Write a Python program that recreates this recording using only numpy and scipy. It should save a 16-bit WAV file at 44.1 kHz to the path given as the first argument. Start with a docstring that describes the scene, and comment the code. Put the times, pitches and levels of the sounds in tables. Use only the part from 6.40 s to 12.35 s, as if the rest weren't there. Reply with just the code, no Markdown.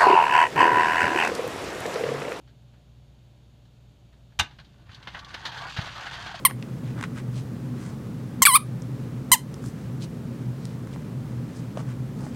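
"""In a small humming room, a toy squeaker is pinched four times close to the microphone; the third runs into a squeal.
Its reed chops the air into sharp pulses that ring the little housing, and leaks hiss where it runs rough.
Plush fabric rustles as noise broken into tiny grains; a plastic clip and the table tick as brief decaying rings.
A ventilation-like hum is shaped noise with narrow droning bands; a limiter ducks it after each squeak."""
import sys
import numpy as np
from scipy import signal
from scipy.fft import rfft, irfft
from scipy.io import wavfile
from scipy.ndimage import uniform_filter1d

SR = 44100
rng = np.random.default_rng(int(sys.argv[2]) if len(sys.argv) > 2 else 0)


def waveform_to_disk(signal):
    """Save audio, clipped to [-1, 1], as 16-bit WAV at the path in sys.argv[1]."""
    frames = np.transpose(np.atleast_2d(signal))
    scaled = np.clip(frames, -1, 1) * 32767
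    samples = np.round(scaled).astype(np.int16)
    wavfile.write(sys.argv[1], SR, samples)


N = 262395
TIME = np.arange(N) / SR
TOP_HZ = 15900  # upper limit of the reed's partials and of the recorder


def undb(db):
    """Level law: decibels to amplitude gain."""
    return 10 ** (np.asarray(db) / 20)


def unit(x):
    """Normalisation: scale to rms 1."""
    return x / np.sqrt(np.mean(x ** 2) + 1e-18)


def gains(points, size):
    """Spectral envelope: the gain at each transform bin, interpolated in dB over log frequency."""
    point_hz, point_db = np.transpose(points)
    bin_hz = np.fft.rfftfreq(size, 1 / SR)
    return undb(np.interp(np.log(bin_hz + 1), np.log(point_hz), point_db))


def coloured(points, size):
    """Coloured noise: white noise weighted by a spectral envelope, at rms 1."""
    spectrum = rfft(rng.standard_normal(size))
    return unit(irfft(spectrum * gains(points, size), size))


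def ring(x, hz, width_hz):
    """Resonance: one damped mode passes a band around its own frequency."""
    quality = max(hz / width_hz, 1)
    return signal.lfilter(*signal.iirpeak(min(hz, SR / 3), quality, SR), x)


def wander(shape, size):
    """Random modulation: smooth noise of spread 1 that changes over `size` samples."""
    smooth = uniform_filter1d(rng.standard_normal(shape), size)
    return unit(uniform_filter1d(smooth, size))


def add(out, start_s, x):
    """Superposition: mix a sound in at its start time."""
    i = int(start_s * SR)
    out[i:i + len(x)] += x[:len(out) - i]


# spectral density of the room's moving air: pitch_hz [Hz], relative_level_db [dB]
AIR = [(25, -24.5), (42, -22), (72, -4.5), (88, -12), (115, 1.5), (165, 0), (210, -1), (300, -9.5),
       (400, -12.5), (700, -23), (1200, -25.5), (2500, -35.5), (8500, -43.5), (15500, -48)]
AIR_DB = -36.5
# drone bands: centre_hz [Hz], half_width_hz [Hz, half of each resonance's bandwidth], level_db [dB]
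DRONES = [(125.07, 6.5, -35.5), (153, 30, -41), (241.1, 16.1, -43), (298.2, 10, -51.5), (435.6, 17, -58),
          (529.8, 20.2, -58)]


def ventilation():
    """Narrow-band noise: moving air rumbles while a few low resonances drone and waver."""
    drone = np.zeros(N)
    for hz, half_width_hz, db in DRONES:
        once = ring(rng.standard_normal(N), hz, 2 * half_width_hz)
        drone += undb(db) * unit(ring(once, hz, 2 * half_width_hz))
    return drone + undb(AIR_DB) * coloured(AIR, N)


# hiss of contact and fibres, shared with the ticks: pitch_hz [Hz], relative_level_db [dB]
HISS = [(500, 4), (2000, -11.5), (5000, -3), (8500, -4), (10000, -10), (15000, -62)]
RUB_WIDTH_SHARE = 1.1  # bandwidth of each resonance over its centre


def fibres(size, hz, treble_db, grain_db=2.5):
    """Stick-slip friction: fibres catch and slip in tiny grains of noise."""
    grains = unit(undb(grain_db * wander(size, size=90)))
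    width_hz = hz * RUB_WIDTH_SHARE
    body = unit(ring(ring(rng.standard_normal(size), hz, width_hz), hz, width_hz))
    return (body + undb(treble_db) * coloured(HISS, size)) * grains


# strokes of fingers and plush: middle_s [s], half_length_s [s, from the middle to 1/e],
# level_db [dB], centre_hz [Hz], treble_db [dB, hiss over body]
RUBS = [(0.103, 0.0081, -36, 1110, -12), (0.487, 0.05, -52.5, 2160, -12), (0.591, 0.024, -42, 1140, -18),
        (0.643, 0.013, -37.5, 1600, -12), (0.782, 0.024, -43, 1400, -6.5), (0.978, 0.039, -51.5, 3020, 1),
        (1.461, 0.076, -51, 1210, -1), (3.267, 0.043, -52.5, 6700, -24), (3.634, 0.02, -44.5, 4100, -3),
        (4.273, .072, -60, 3900, -4), (4.537, .03, -56.5, 2500, -2.5), (5.174, 0.035, -61.5, 4940, 8.5),
        (5.393, .03, -43.5, 890, -10), (5.505, 0.03, -51.5, 1490, -5), (5.834, 0.063, -48, 753, -5.5)]
# faint fumbling that runs throughout
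FUMBLE_DB, FUMBLE_HZ, FUMBLE_TREBLE_DB, FUMBLE_SWELL_DB = -64.5, 1900, -4.5, 3


def rustle():
    """Envelope-modulated friction: strokes swell and fade over faint, random fumbling."""
    swell = unit(undb(FUMBLE_SWELL_DB * wander(N, size=4400)))
    out = undb(FUMBLE_DB) * swell * fibres(N, FUMBLE_HZ, FUMBLE_TREBLE_DB)
    for middle_s, half_s, db, hz, treble_db in RUBS:
        t = np.arange(-2 * half_s, 2 * half_s, 1 / SR)
        stroke = fibres(len(t), hz, treble_db) * np.exp(-(t / half_s) ** 2)
        add(out, max(middle_s - 2 * half_s, 0), undb(db) * stroke)
    return out


CLIMB_HZ_PER_S = 6000  # while the fingers press, the pitch climbs to its top
# as they ease off, the reed goes flat, fades ever faster, roughens and stalls
EASE_FLAT_HZ_PER_S, EASE_FADE_DB, EASE_FADE_POWER, STALL_ROUGH = 10500, 25.5, 1.36, 0.29


def pinch(start_s, press_s, ease_s, top_hz, db, rough):
    """Pressure-driven pitch: rows of (s, Hz, dB, roughness) as pressure builds, then eases to a stall."""
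    t = np.arange(0, press_s + ease_s, 1 / SR)
    eased = np.maximum(t - press_s, 0) / ease_s
    climb_hz = CLIMB_HZ_PER_S * np.maximum(press_s - t, 0)
    flat_hz = EASE_FLAT_HZ_PER_S * ease_s * eased
    level_db = db - EASE_FADE_DB * eased ** EASE_FADE_POWER
    return np.column_stack([start_s + t, top_hz - flat_hz - climb_hz, level_db, rough + STALL_ROUGH * eased])


# the long squeal that the third pinch runs into:
# time_s [s], pitch_hz [Hz], relative_level_db [dB, before SQUEAL_GAIN_DB]
SQUEAL = [(2.062, 2145, -0.5), (2.064, 1856, -11), (2.07, 1414, -6), (2.076, 1216, -13), (2.084, 1128, -13),
          (2.12, 979, -21), (2.136, 1010, -17), (2.148, 1063, -11.5), (2.16, 1267, -8.5),
          (2.168, 1132, -15), (2.177, 936, -29)]
SQUEAL_GAIN_DB = 6.5
GLIDE_ROUGH, MAX_ROUGH = 0.015, 0.32  # roughness per octave a second, and its limit


def held_squeeze():
    """Glide instability: the same rows for the squeal; the faster its pitch slides, the rougher the reed."""
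    s, hz, db = np.transpose(SQUEAL)
    octaves_per_s = np.abs(np.gradient(np.log2(hz), s))
    rough = np.minimum(GLIDE_ROUGH * octaves_per_s, MAX_ROUGH)
    return np.column_stack([s, hz, db + SQUEAL_GAIN_DB, rough])


def response(points, size=512):
    """Minimum phase: causal impulse response of a body with a given spectrum, by folding its cepstrum."""
    cepstrum = irfft(np.log(gains(points, size)))
    cepstrum[1:size // 2] *= 2
    cepstrum[size // 2 + 1:] = 0
    return irfft(np.exp(rfft(cepstrum)))


REED_JITTER, REED_LEAK = .034, .52  # pitch spread and hiss gain, both growing with roughness
SWING_UP_S = .0008  # time constant of the reed's growth from rest
TOY_LOW_HZ = 714.7  # the small toy radiates next to nothing below this


def squeak(curve, colour, flicker_db, sag=0., settle_s=0.015, puff=0.):
    """Self-excited reed: it swings up, then slaps shut once a cycle, unevenly and with hiss when rough."""
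    s, *columns = np.transpose(curve)
    sounding = (TIME > s[0] - 5 * SWING_UP_S) & (TIME < s[-1])
    t = TIME[sounding]
    hz, db, rough = (np.interp(t, s, column) for column in columns)
    jitter = 1 + REED_JITTER * rough * wander(len(t), size=30)
    cycles = np.cumsum(hz * jitter) / SR
    k = np.arange(1, 24)[:, None]  # partial numbers
    housing = response(colour)
    # with sag, the housing's resonances start low and rise as it is pressed smaller
    heard_at_hz = k * hz * (1 + sag * np.exp(-np.maximum(t - s[0], 0) / settle_s))
    housing_hz = np.fft.rfftfreq(len(housing), 1 / SR)
    partials = np.interp(heard_at_hz, housing_hz, rfft(housing)) * (k * hz < TOP_HZ)
    # flicker grows with partial number up to the seventh
    partials *= undb(flicker_db * np.minimum(k / 7, 1) * wander(partials.shape, size=300))
    waves = (partials * np.exp(2j * np.pi * k * cycles)).real
    # a bright jet of air escapes with each slap
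    jet = np.diff(rng.standard_normal(len(t) + 1)) * (1 + np.cos(2 * np.pi * cycles))
    hiss = unit(signal.fftconvolve(jet, housing)[:len(t)])
    voice = unit(waves.sum(axis=0)) + REED_LEAK * np.sqrt(np.abs(rough)) * hiss
    # the squeeze sets the power, whichever resonance the pitch happens to meet
    voice /= np.sqrt(uniform_filter1d(voice ** 2, size=265))
    # before it first touches its seat the reed is a pure, fast-growing tone
    swing = .5 * unit(waves[0]) * np.exp(np.minimum(t - s[0], 0) / SWING_UP_S)
    out = np.zeros(N)
    out[sounding] = np.where(t < s[0], swing, voice) * undb(db)
    radiation = signal.butter(3, TOY_LOW_HZ, "high", fs=SR, output="sos")
    out = signal.sosfilt(radiation, out + 1e-18)
    # the puff of air also nudges the microphone
    out[sounding] += puff * np.hanning(len(t)) * undb(db)
    return out


# pinches; the third overblows the reed: start_s [s], press_s [s], ease_s [s], top_pitch_hz [Hz],
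# level_db [dB], roughness [0-1, before easing]
PINCHES = [(0.0514, 0.0008, 0.024, 1107, 0, 0.12), (2.021, 0.0063, 0.019, 1075, -0.5, 0.25),
           (2.053, .007, 0.0093, 1175, 1, 0.47), (2.9176, .0135, .026, 1056, -1, 0.07)]
# the housing's resonances, which change with the grip: pitch_hz [Hz], relative_level_db [dB]
FIRST_COLOUR = [(500, -6.5), (1050, -1.5), (2100, -4), (3100, -8), (4200, -10), (6000, -18), (7200, -24.5),
                (8300, -11.5), (9300, 6.5), (10800, -19.5), (12400, 0), (15500, -22.5)]
SECOND_COLOUR = [(500, -32), (1030, 0), (2100, -3.5), (3100, -5), (5100, -9.5), (7300, 0), (8400, -3),
                 (9400, -8), (10600, -7.5), (12600, -3.5), (13800, -21), (15800, -9.5)]
OVERBLOWN_COLOUR = [(500, -26.5), (1150, -13.5), (2300, 3.5), (3450, -7), (4600, -6.5), (6500, -40),
                    (8050, -3), (9200, -8), (10800, -23), (12600, -7), (15500, -29)]
LAST_COLOUR = [(450, -35), (800, 12.5), (1050, -2), (2100, -3), (3100, -3), (5100, -7), (7300, -1),
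               (8400, -2), (9500, 1.5), (10600, -12.5), (12400, -0.5), (13800, -11), (15800, -20)]
SQUEAL_COLOUR = [(500, -12.5), (1100, 3), (1300, -2.5), (1650, -0.5), (1950, -12.5), (2300, -5),
                 (3200, -9.5), (4400, -12), (5600, -23.5), (7000, -31.5), (8200, -11), (9800, -1),
                 (11200, -15.5), (12400, -14), (15500, -24)]
CHIRP_FLICKER_DB, SQUEAL_FLICKER_DB = 2.7, 3.8  # of the upper partials


def squeaker():
    """Reed-resonator coupling: chirps, and a swooping squeal that starts overblown near the octave."""
    out = squeak(held_squeeze(), SQUEAL_COLOUR, SQUEAL_FLICKER_DB, sag=0.046)
    grips = FIRST_COLOUR, SECOND_COLOUR, OVERBLOWN_COLOUR, LAST_COLOUR
    for row, colour in zip(PINCHES, grips):
        out += squeak(pinch(*row), colour, CHIRP_FLICKER_DB, puff=0.027)
    return out


# start_s [s], peak_level_db [dB], ring_hz [Hz], treble_db [dB, crack over ring]
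TICKS = [(.110, -20.5, 1150, -28), (.226, -25, 2400, -15), (.611, -22.5, 1470, -6.5),
         (0.627, -20.5, 1100, -18), (.6386, -15.5, 1480, -19), (2.421, -33, 6200, -9),
         (3.142, -27.5, 5000, 22), (3.240, -33, 830, -11), (4.254, -28.5, 7000, 9),
         (4.473, -34.5, 1096, -13), (4.561, -32, 613, -22), (5.372, -21.5, 560, -25),
         (5.374, -32, 2900, -23), (5.866, -30, 600, -18.5)]
# 60 dB decay time of a contact that rings at 1 kHz; higher ones die sooner
TICK_T60_S, TICK_T60_SLOPE = 0.013, 0.33


def ticks(width_share=0.56, snap=3.5):
    """Impact excitation: a snap and a short scrape ring a damped mode under a bright crack."""
    out, t = np.zeros(N), TIME[:SR // 10]
    for start_s, db, hz, treble_db in TICKS:
        t60_s = TICK_T60_S * (1000 / hz) ** TICK_T60_SLOPE
        contact = rng.standard_normal(len(t)) + snap * (t == 0)
        body = unit(ring(ring(contact, hz, hz * width_share), hz, hz))
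        crack = undb(treble_db) * coloured(HISS, len(t))
        tick = (body + crack) * np.exp(-np.log(1000) * t / t60_s)
        add(out, start_s, undb(db) * tick / np.abs(tick).max())
    return out


ROOM_T60_S, ROOM_DB = 0.15, -26.5


def room(x, table_db=-15, table_s=0.0038, wall_s=0.022, dull_hz=9000):
    """Reverberation: quick scatter from table and hands, then the faint tail of a furnished room."""
    t = TIME[:SR // 2]
    near = rng.standard_normal(len(t)) * np.exp(-t / table_s) * (1 - np.exp(-t / table_s))
    decay = np.exp(-np.log(1000) * t / ROOM_T60_S)
    tail = rng.standard_normal(len(t)) * decay * (1 - np.exp(-t / wall_s))
    tail = signal.lfilter(*signal.butter(1, min(dull_hz, SR / 3), fs=SR), tail)
    echoes = undb(table_db) * near / np.linalg.norm(near)
    echoes += undb(ROOM_DB) * tail / np.linalg.norm(tail)
    return x + signal.fftconvolve(x, echoes)[:N]


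def scene():
    """Superposition: squeaker and handling echo in the room, over its steady hum."""
    handling = rustle() + ticks()
    return (room(squeaker() + handling) + ventilation())[None]


def limiter(x, ceiling_db=-7, release_s=0.25):
    """Peak-hold gain control: gain falls at once when the power passes the ceiling, and creeps back."""
    envelope = np.sqrt(np.abs(uniform_filter1d(x ** 2, size=88)) + 1e-18)
    # a running maximum in log level, tilted so that each peak decays exponentially
    fade = TIME / release_s
    held = np.exp(np.maximum.accumulate(np.log(envelope) + fade, axis=-1) - fade)
    return x * np.minimum(1, undb(ceiling_db) / held)


def record(dry):
    """Limiting and saturation: the recorder ducks the squeaks, rounds tall spikes and cuts the top."""
    limited = limiter(dry)
    rounded = limited / (1 + (limited / .88) ** 4) ** (1 / 4)
    return signal.sosfilt(signal.ellip(10, .2, 70, TOP_HZ, fs=SR, output="sos"), rounded)


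dry = scene()
out = record(dry)
waveform_to_disk(out)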